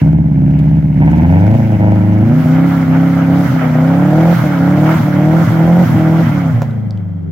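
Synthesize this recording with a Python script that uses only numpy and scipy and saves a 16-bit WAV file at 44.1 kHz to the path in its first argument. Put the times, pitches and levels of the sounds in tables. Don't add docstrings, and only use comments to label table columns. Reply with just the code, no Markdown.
import sys
import numpy as np
from scipy import signal
from scipy.fft import rfft, irfft
from scipy.io import wavfile
from scipy.ndimage import uniform_filter1d, minimum_filter1d

SR = 44100
rng = np.random.default_rng(int(sys.argv[2]) if len(sys.argv) > 2 else 0)


def output_pcm(signal):
    pcm = np.clip(np.atleast_2d(signal).T, -1, 1) * 32767
    wavfile.write(sys.argv[1], SR, np.round(pcm).astype(np.int16))


N = 322547
TIME = np.arange(N) / SR

# t/s, four-stroke cycle rate/Hz
REVS = [(0.0, 16.8), (0.17, 18.3), (0.38, 16.4), (0.78, 17.7), (0.95, 16.6), (1.18, 19.1), (1.56, 28.7),
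        (1.79, 26.2), (2.1, 26.0), (2.21, 26.7), (2.38, 32.0), (2.45, 31.0), (2.66, 34.5), (2.89, 32.3),
        (3.06, 34.0), (3.27, 33.5), (3.39, 35.1), (3.73, 30.4), (4.04, 36.2), (4.31, 43.1), (4.58, 33.5),
        (4.91, 40.2), (5.14, 36.1), (5.39, 41.5), (5.58, 40.3), (5.84, 45.4), (5.92, 39.0), (6.21, 41.1),
        (6.53, 30.2), (7.31, 22.1)]
# t/s, throttle/0-1, boom/dB, rasp/dB
THROTTLE = [(0, 0.2, -6.5, -30.5), (.25, 0.2, -7.5, -33), (.99, 0.16, -9, -35), (1.02, 0.37, -5.5, -22.5),
            (1.6, 0.5, -8, -23), (2.3, 1, -8.5, -28), (3.1, 1, -9, -27.5), (3.9, 0.94, -10, -24),
            (6.2, 0.96, -11, -27.5), (6.55, 0.1, -9, -26.5), (6.7, 0, -14.5, -38), (7.3, 0, -19, -49)]
# bank/+-1, pulse/dB, pulse in a fuel cut/dB
CYLINDERS = [(1, -2.1, -27.5), (1, -1.75, 3), (-1, 1, 1.5), (-1, 4, 1)]
# t/s, length/s
MISFIRES = [(1.764, .02), (1.991, .014), (2.422, .018), (2.845, .01), (5.836, .018)]
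# t/s, length/s
FUEL_CUTS = [(3.47, .05), (4.335, 0.096), (4.952, .095), (5.435, 0.067), (5.841, .105), (6.227, 0.082),
             (6.518, 0.055)]
# f/Hz, gain/dB
PIPE_SUM = [(35, -58.5), (55, -46), (68, -23.5), (85, -12), (104, -10), (120, -16.5), (133, -20),
            (150, -12.5), (172, -6.5), (200, -16), (225, -13), (255, -11.5), (320, -19.5), (350, -31),
            (400, -40), (600, -98.5)]
# f/Hz, gain/dB
PIPE_DIFFERENCE = [(35, -59), (60, -48.5), (82, -24), (105, -20.5), (130, -23), (156, -9), (178, -10),
                   (205, -21), (240, -19), (275, -23), (320, -26.5), (385, -41.5), (600, -85.5)]
# f/Hz, gain/dB
PIPE_STARVED = [(40, -55.5), (75, -38.5), (98, -11.5), (118, -5), (145, -15.5), (190, -16), (230, -13),
                (280, -18), (400, -49.5)]
# f/Hz, gain/dB
RASP_SUM = [(250, -62), (420, -38), (510, -23.5), (630, -21.5), (690, -37.5), (800, -40.5), (950, -37.5),
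            (1150, -45), (2200, -65), (5000, -93.5)]
# f/Hz, gain/dB
RASP_DIFFERENCE = [(250, -82), (390, -53), (455, -31), (550, -25), (620, -31.5), (720, -24.5), (880, -35),
                   (1150, -58.5), (2200, -67.5), (5000, -106.5)]
# f/Hz, gain/dB
SHOCK_EQ = [(300, -19), (430, -6), (560, -6.5), (720, 0), (930, -0.5), (1180, -26), (1500, -13.5),
            (2200, -14.5), (2600, -23), (4000, -46.5)]
# t/s, level/dB
WHEEL_SPIN = [(0, -33), (.22, -45), (.65, -38), (.92, -41.5), (1.1, -32.5), (2.1, -34.5), (2.65, -30),
              (4.2, -26), (6.3, -27), (6.55, -32), (6.85, -47), (7.3, -54.5)]
# t/s, lift/dB
FLARES = [(1.6, 2.5), (2.44, 7.5), (2.73, 6), (3.07, 2.5), (3.45, 6.5), (4.35, 8), (4.93, 7), (5.45, 5),
          (5.87, 6), (6.25, 2.5)]
# f/Hz, gain/dB
CLATTER_EQ = [(500, -13.5), (900, 4.5), (1180, -7), (1500, 1), (1850, -2.5), (2200, 0.5), (2550, -8.5),
              (2950, -8.5), (3800, -30), (7000, -44.5)]
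# f/Hz, gain/dB
SPRAY_EQ = [(1800, -27), (3300, 2.5), (4200, -0.5), (6000, -1.5), (7300, -6), (8700, -11.5), (10500, -10),
            (16000, -26)]
# f/Hz, gain/dB
AIR_EQ = [(7000, -33.5), (9000, -17), (10000, -11), (11300, -10), (12300, -0.5), (13500, -4.5), (16000, -2)]
# f/Hz, gain/dB
RUMBLE_EQ = [(20, -6), (45, -10), (200, -3), (600, -20.5)]
# f/Hz, left-right correlation (clipped to +-1 in use)
EAR_LIKENESS = [(100, -6.5), (500, 0.63), (1000, 0.48), (2000, 0.38), (4000, -0.02), (12000, 0)]
# f/Hz, left minus right/dB
EAR_BALANCE = [(500, 5), (1400, -4), (3000, -1), (8000, -0.5), (13000, 1.5)]
# t/s, relative level/dB, ring f/Hz, decay/s
GRIT_SNAPS = [(0.59, -17.5, 2300, .014), (1.181, -21, 2180, 0.014), (1.395, -21.5, 2150, .05),
              (6.709, -35, 3503, 0.0033), (6.908, -29.5, 4640, .001), (6.975, -34, 3160, .002)]
# f/Hz, gain/dB
CHURN_EQ = [(250, -10.5), (420, -6), (650, 2), (900, 0), (1120, -3), (1380, 1), (1750, -6.5), (2150, -6),
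            (2550, -16), (3100, -17), (4200, -40), (8000, -55)]
# t/s, lift/dB
SCRAPES = [(2.57, 5.5), (2.72, 1.5), (2.95, 4.5), (3.22, 4), (3.63, 5.5), (3.9, 2), (4.9, 5)]
# f/Hz, bandwidth/Hz, relative level/dB
METAL_MODES = [(2000, 45, -23), (3200, 55, -30.5)]
# f/Hz, gain/dB
BANG_EQ = [(100, 3), (300, 1), (700, 8), (1000, -4.5), (1600, -14), (2700, -22), (3600, -29), (7000, -28),
           (9000, -42), (16000, -33)]


def from_db(db):
    return 10 ** (np.asarray(db) / 20)


def unit_rms(x):
    return x / np.sqrt(np.mean(x ** 2) + 1e-20)


def automation(rows):
    times, *columns = np.transpose(rows)
    return [np.interp(TIME, times, column) for column in columns]


def at_hz(points, hz):
    f, value = np.transpose(points)
    return np.interp(np.log(hz + 1e-3), np.log(f), value)


def drift(rate_hz):
    knots = rng.standard_normal(3200)
    return unit_rms(np.interp(TIME * rate_hz * 2, np.arange(len(knots)), knots))


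def swell(t, width_s):
    return np.exp(-((TIME - t) / width_s) ** 2)


def within(t, spans):
    return sum((t > start) & (t < start + length) for start, length in spans) > 0


def clicks(at, sizes):
    return np.bincount(at, sizes, N)


def crack(t, decay_s):
    age = TIME - t
    tail = rng.standard_normal(N) * (age >= 0) * np.exp(-np.abs(age) / decay_s)
    return tail / np.sqrt(np.sum(tail ** 2)) + clicks([int(t * SR)], [1])


def resonate(x, eq, size=16384, skirt_db=-40):
    (low, low_db), (high, high_db) = eq[0], eq[-1]
    skirted = [(low / 2, low_db + skirt_db / 2), *eq, (high * 2, high_db + skirt_db)]
    gain = from_db(at_hz(skirted, np.arange(size // 2 + 1) * SR / size))
    cepstrum = irfft(np.log(gain))
    cepstrum[1:size // 2] *= 2
    cepstrum[size // 2 + 1:] = 0
    impulse = irfft(np.exp(rfft(cepstrum)))[:size // 2]
    return signal.fftconvolve(x, impulse)[:N]


def levelled(x, size=3600):
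    power = uniform_filter1d(uniform_filter1d(x ** 2, size), size)
    return x / np.sqrt(np.abs(power) + 1e-4 * np.mean(x ** 2))


def noise_bed(eq, flicker_db, flicker_hz):
    bed, white, ears = 0, rng.standard_normal((2, 2, N)), np.array([[1], [-1]])
    edges = np.geomspace(20, 19000, 21)
    for k, (low, high) in enumerate(zip(edges, edges[1:])):
        if high > eq[0][0] and low < eq[-1][0]:
            hz, knots = np.sqrt(low * high), rng.standard_normal(2000)
            bandpass = signal.butter(2, [low, high], "band", fs=SR, output="sos")
            mid, side = signal.sosfilt(bandpass, white[k % 2])
            alike = np.clip(at_hz(EAR_LIKENESS, hz), -1, 1)
            band = np.sqrt(1 + alike) * mid + np.sqrt(1 - alike) * side * ears
            flicker = np.interp(TIME * flicker_hz * 2, np.arange(len(knots)), from_db(flicker_db * knots))
            pan = from_db(ears * at_hz(EAR_BALANCE, hz) / 2)
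            bed = bed + flicker * band * pan
    bed = np.array([resonate(ear, eq) for ear in bed])
    return bed / np.sqrt(np.mean(bed.mean(axis=0) ** 2))


def firings(rough_db=1.63, cut_rough_db=4.0, misfire_db=-15, jitter_s=.00002, delay_cycles=.25):
    cycles = np.cumsum(automation(REVS)[0]) / SR - delay_cycles
    stroke = np.floor(len(CYLINDERS) * cycles).astype(int)
    due = np.flatnonzero(np.diff(stroke)) + 1
    t = TIME[due]
    bank, steady_db, cut_db = np.array(CYLINDERS)[(stroke[due] - 1) % len(CYLINDERS)].T
    rough, jitter = rng.standard_normal((len(t), 2)).T
    cut = within(t, FUEL_CUTS)
    level_db = np.where(cut, cut_db + cut_rough_db * rough, steady_db + rough_db * rough)
    level_db += misfire_db * within(t, MISFIRES)
    at = np.clip(((t + jitter_s * jitter) * SR).astype(int), 0, N - 1)
    return at, from_db(level_db), bank, cut


def engine_load(hard_climb_per_s=.3, lag_s=.016, boost_from_hz=35):
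    revs, (_, boom_db, rasp_db) = automation(REVS)[0], automation(THROTTLE)
    climb = np.gradient(np.log(revs)) * SR
    pole = np.exp(-1 / (lag_s * SR))
    pull = signal.lfilter([1 - pole], [1, -pole], np.tanh(climb / hard_climb_per_s))
    boost = np.maximum(revs - boost_from_hz, 0)
    cut = uniform_filter1d(within(TIME, FUEL_CUTS).astype(float), 400)
    bark = swell(1.87, width_s=.091)
    return (boom_db + 2 * pull + .3356 * boost + cut + 3 * bark,
            rasp_db + 2.5 * pull + .7 * boost - 7.5 * cut + 7.5 * bark)


def burble(at, strength, bank, sum_eq, difference_eq):
    note = resonate(clicks(at, strength), sum_eq)
    odd_orders = resonate(clicks(at, strength * bank), difference_eq)
    return note + np.sqrt(2) * odd_orders


def shocks(boom, slope_exponent=.54, power_exponent=1.5, chug_phase_cycles=.66):
    slope, revs = np.diff(boom), automation(REVS)[0]
    at = np.flatnonzero((boom[:-1] > 0) & (boom[1:] <= 0))
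    power = np.abs(uniform_filter1d(boom ** 2, 620))
    depth = np.interp(revs, [19, 25], [.95, .2])
    chug = 1 + depth * np.cos(2 * np.pi * (np.cumsum(revs) / SR - chug_phase_cycles))
    sizes = np.abs(slope[at] / slope.std()) ** slope_exponent * power[at] ** power_exponent * chug[at]
    return resonate(clicks(at, sizes), SHOCK_EQ)


def exhaust(at, strength, bank, cut, front_rough_db=2.54, muffle_hz=200):
    throttle, revs = automation(THROTTLE)[0], automation(REVS)[0]
    hoot = resonate(clicks(at, strength * cut), PIPE_STARVED)
    pipe = burble(at, strength * ~cut, bank, PIPE_SUM, PIPE_DIFFERENCE) + hoot
    muffled = signal.sosfiltfilt(signal.butter(2, muffle_hz, fs=SR, output="sos"), pipe)
    boom = levelled(throttle * pipe + (1 - throttle) * muffled)
    fronts = strength * from_db(front_rough_db * rng.standard_normal(N)[:len(at)])
    rasp = levelled(burble(at, fronts, bank, RASP_SUM, RASP_DIFFERENCE))
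    shock_share = np.interp(revs, [20, 29], [.92, .04]) * np.minimum(throttle / .3, 1) ** 2
    edge = np.sqrt(shock_share) * levelled(shocks(boom)) + np.sqrt(1 - shock_share) * rasp
    boom_db, rasp_db = engine_load()
    return boom * from_db(boom_db), edge * from_db(rasp_db)


def spin_fader(trim_db, flare_share):
    flare_db = sum(db * swell(t, width_s=.11) for t, db in FLARES)
    return from_db(automation(WHEEL_SPIN)[0] + trim_db + flare_share * flare_db)


def engine_clatter(at, strength, depth=.35, puff_s=.0011):
    puffs = signal.lfilter([1], [1, -np.exp(-1 / (puff_s * SR))], clicks(at, strength) + 1e-18)
    throb = levelled(1 - depth + depth * unit_rms(puffs))
    clatter = noise_bed(CLATTER_EQ, flicker_db=3, flicker_hz=20)
    return clatter * throb * spin_fader(trim_db=-3, flare_share=.37)


def snow_spray():
    hiss = noise_bed(SPRAY_EQ, flicker_db=1.8, flicker_hz=22)
    return hiss * from_db(.52 * drift(150)) * spin_fader(trim_db=-20, flare_share=.77)


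def turbo_air():
    return noise_bed(AIR_EQ, flicker_db=0, flicker_hz=45) * spin_fader(trim_db=-23.5, flare_share=1)


def rumble(level_db=-38.5):
    return from_db(level_db) * noise_bed(RUMBLE_EQ, flicker_db=4.5, flicker_hz=5.5)


def ice_grit(q=4.3, gain_db=18):
    return sum(signal.lfilter(*signal.iirpeak(hz, q, fs=SR), crack(t, decay_s) + 1e-18)
               * from_db(db + gain_db) for t, db, hz, decay_s in GRIT_SNAPS)


def snow_churn():
    churn = noise_bed(CHURN_EQ, flicker_db=2, flicker_hz=22)
    scrape_db = sum(db * swell(t, width_s=.043) for t, db in SCRAPES)
    return churn * from_db(.86 * drift(70) + scrape_db) * spin_fader(trim_db=0, flare_share=.37)


def turbo_whistle(rest_hz=11700, rise_hz=2600, spool_s=.24, sag_s=.085, lead_s=.025, waver=.008):
    ages = [TIME - start + lead_s for start, _ in FUEL_CUTS]
    boost = np.max([np.exp(-np.abs(age) / np.where(age < 0, spool_s, sag_s)) for age in ages], axis=0)
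    hz = (rest_hz + rise_hz * boost) * (1 + waver * drift(120))
    tone = np.sin(2 * np.pi * np.cumsum(hz) / SR)
    gate = np.interp(automation(REVS)[0], [33, 37], [0, 1])
    shimmer = from_db(4 * np.array([drift(15), drift(15)]))
    return tone * gate * shimmer * spin_fader(trim_db=-30.5, flare_share=1)


def metal_ring(fade_in_s=(4.2, 5.6), spin_share=.75):
    rings = 0
    for hz, width_hz, db in METAL_MODES:
        mode = signal.lfilter(*signal.iirpeak(hz, hz / width_hz, fs=SR), rng.standard_normal((2, N)))
        rings = rings + from_db(db) * unit_rms(mode)
    return rings * from_db(spin_share * automation(WHEEL_SPIN)[0]) * np.interp(TIME, fade_in_s, [0, 1])


def afterfire(t=6.6195, decay_s=.012, gain_db=18):
    return from_db(gain_db) * resonate(crack(t, decay_s), BANG_EQ)


def lot_scatter(send, t60_s=.17):
    age = TIME[:SR // 2]
    tail = rng.standard_normal((2, len(age))) * from_db(-60 * age / t60_s)
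    return signal.fftconvolve(send[None], tail / np.sqrt(np.sum(tail ** 2) / 2), axes=1)[:, :N]


def scene():
    at, strength, bank, cut = firings()
    boom, edge = exhaust(at, strength, bank, cut)
    bite = edge + afterfire() + ice_grit()
    direct = boom + bite
    lag_s = np.interp(TIME, [2.1, 2.7], [.00025, 0])
    ears = np.array([np.interp(TIME - lag_s, TIME, direct), direct])
    ambience = lot_scatter(from_db(-20) * boom + from_db(-11) * bite) + rumble()
    crossfade = np.interp(TIME, [1.6, 2.7], [0, 1])
    mids = np.sqrt(1 - crossfade) * engine_clatter(at, strength) + np.sqrt(crossfade) * snow_churn()
    return ears + ambience + mids + snow_spray() + turbo_whistle() + turbo_air() + metal_ring()


def record(dry, ceiling=1.0, window=441, fade_s=.004, cutoff_hz=15900):
    gain = np.minimum(1, ceiling / (np.abs(dry).max(axis=0) + 1e-9))
    limited = dry * uniform_filter1d(minimum_filter1d(gain, window), window)
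    fade_out = np.minimum(1, (TIME[-1] - TIME) / fade_s)
    return signal.sosfilt(signal.ellip(12, .1, 90, cutoff_hz, fs=SR, output="sos"), limited * fade_out)


dry = scene()
out = record(dry)
output_pcm(out)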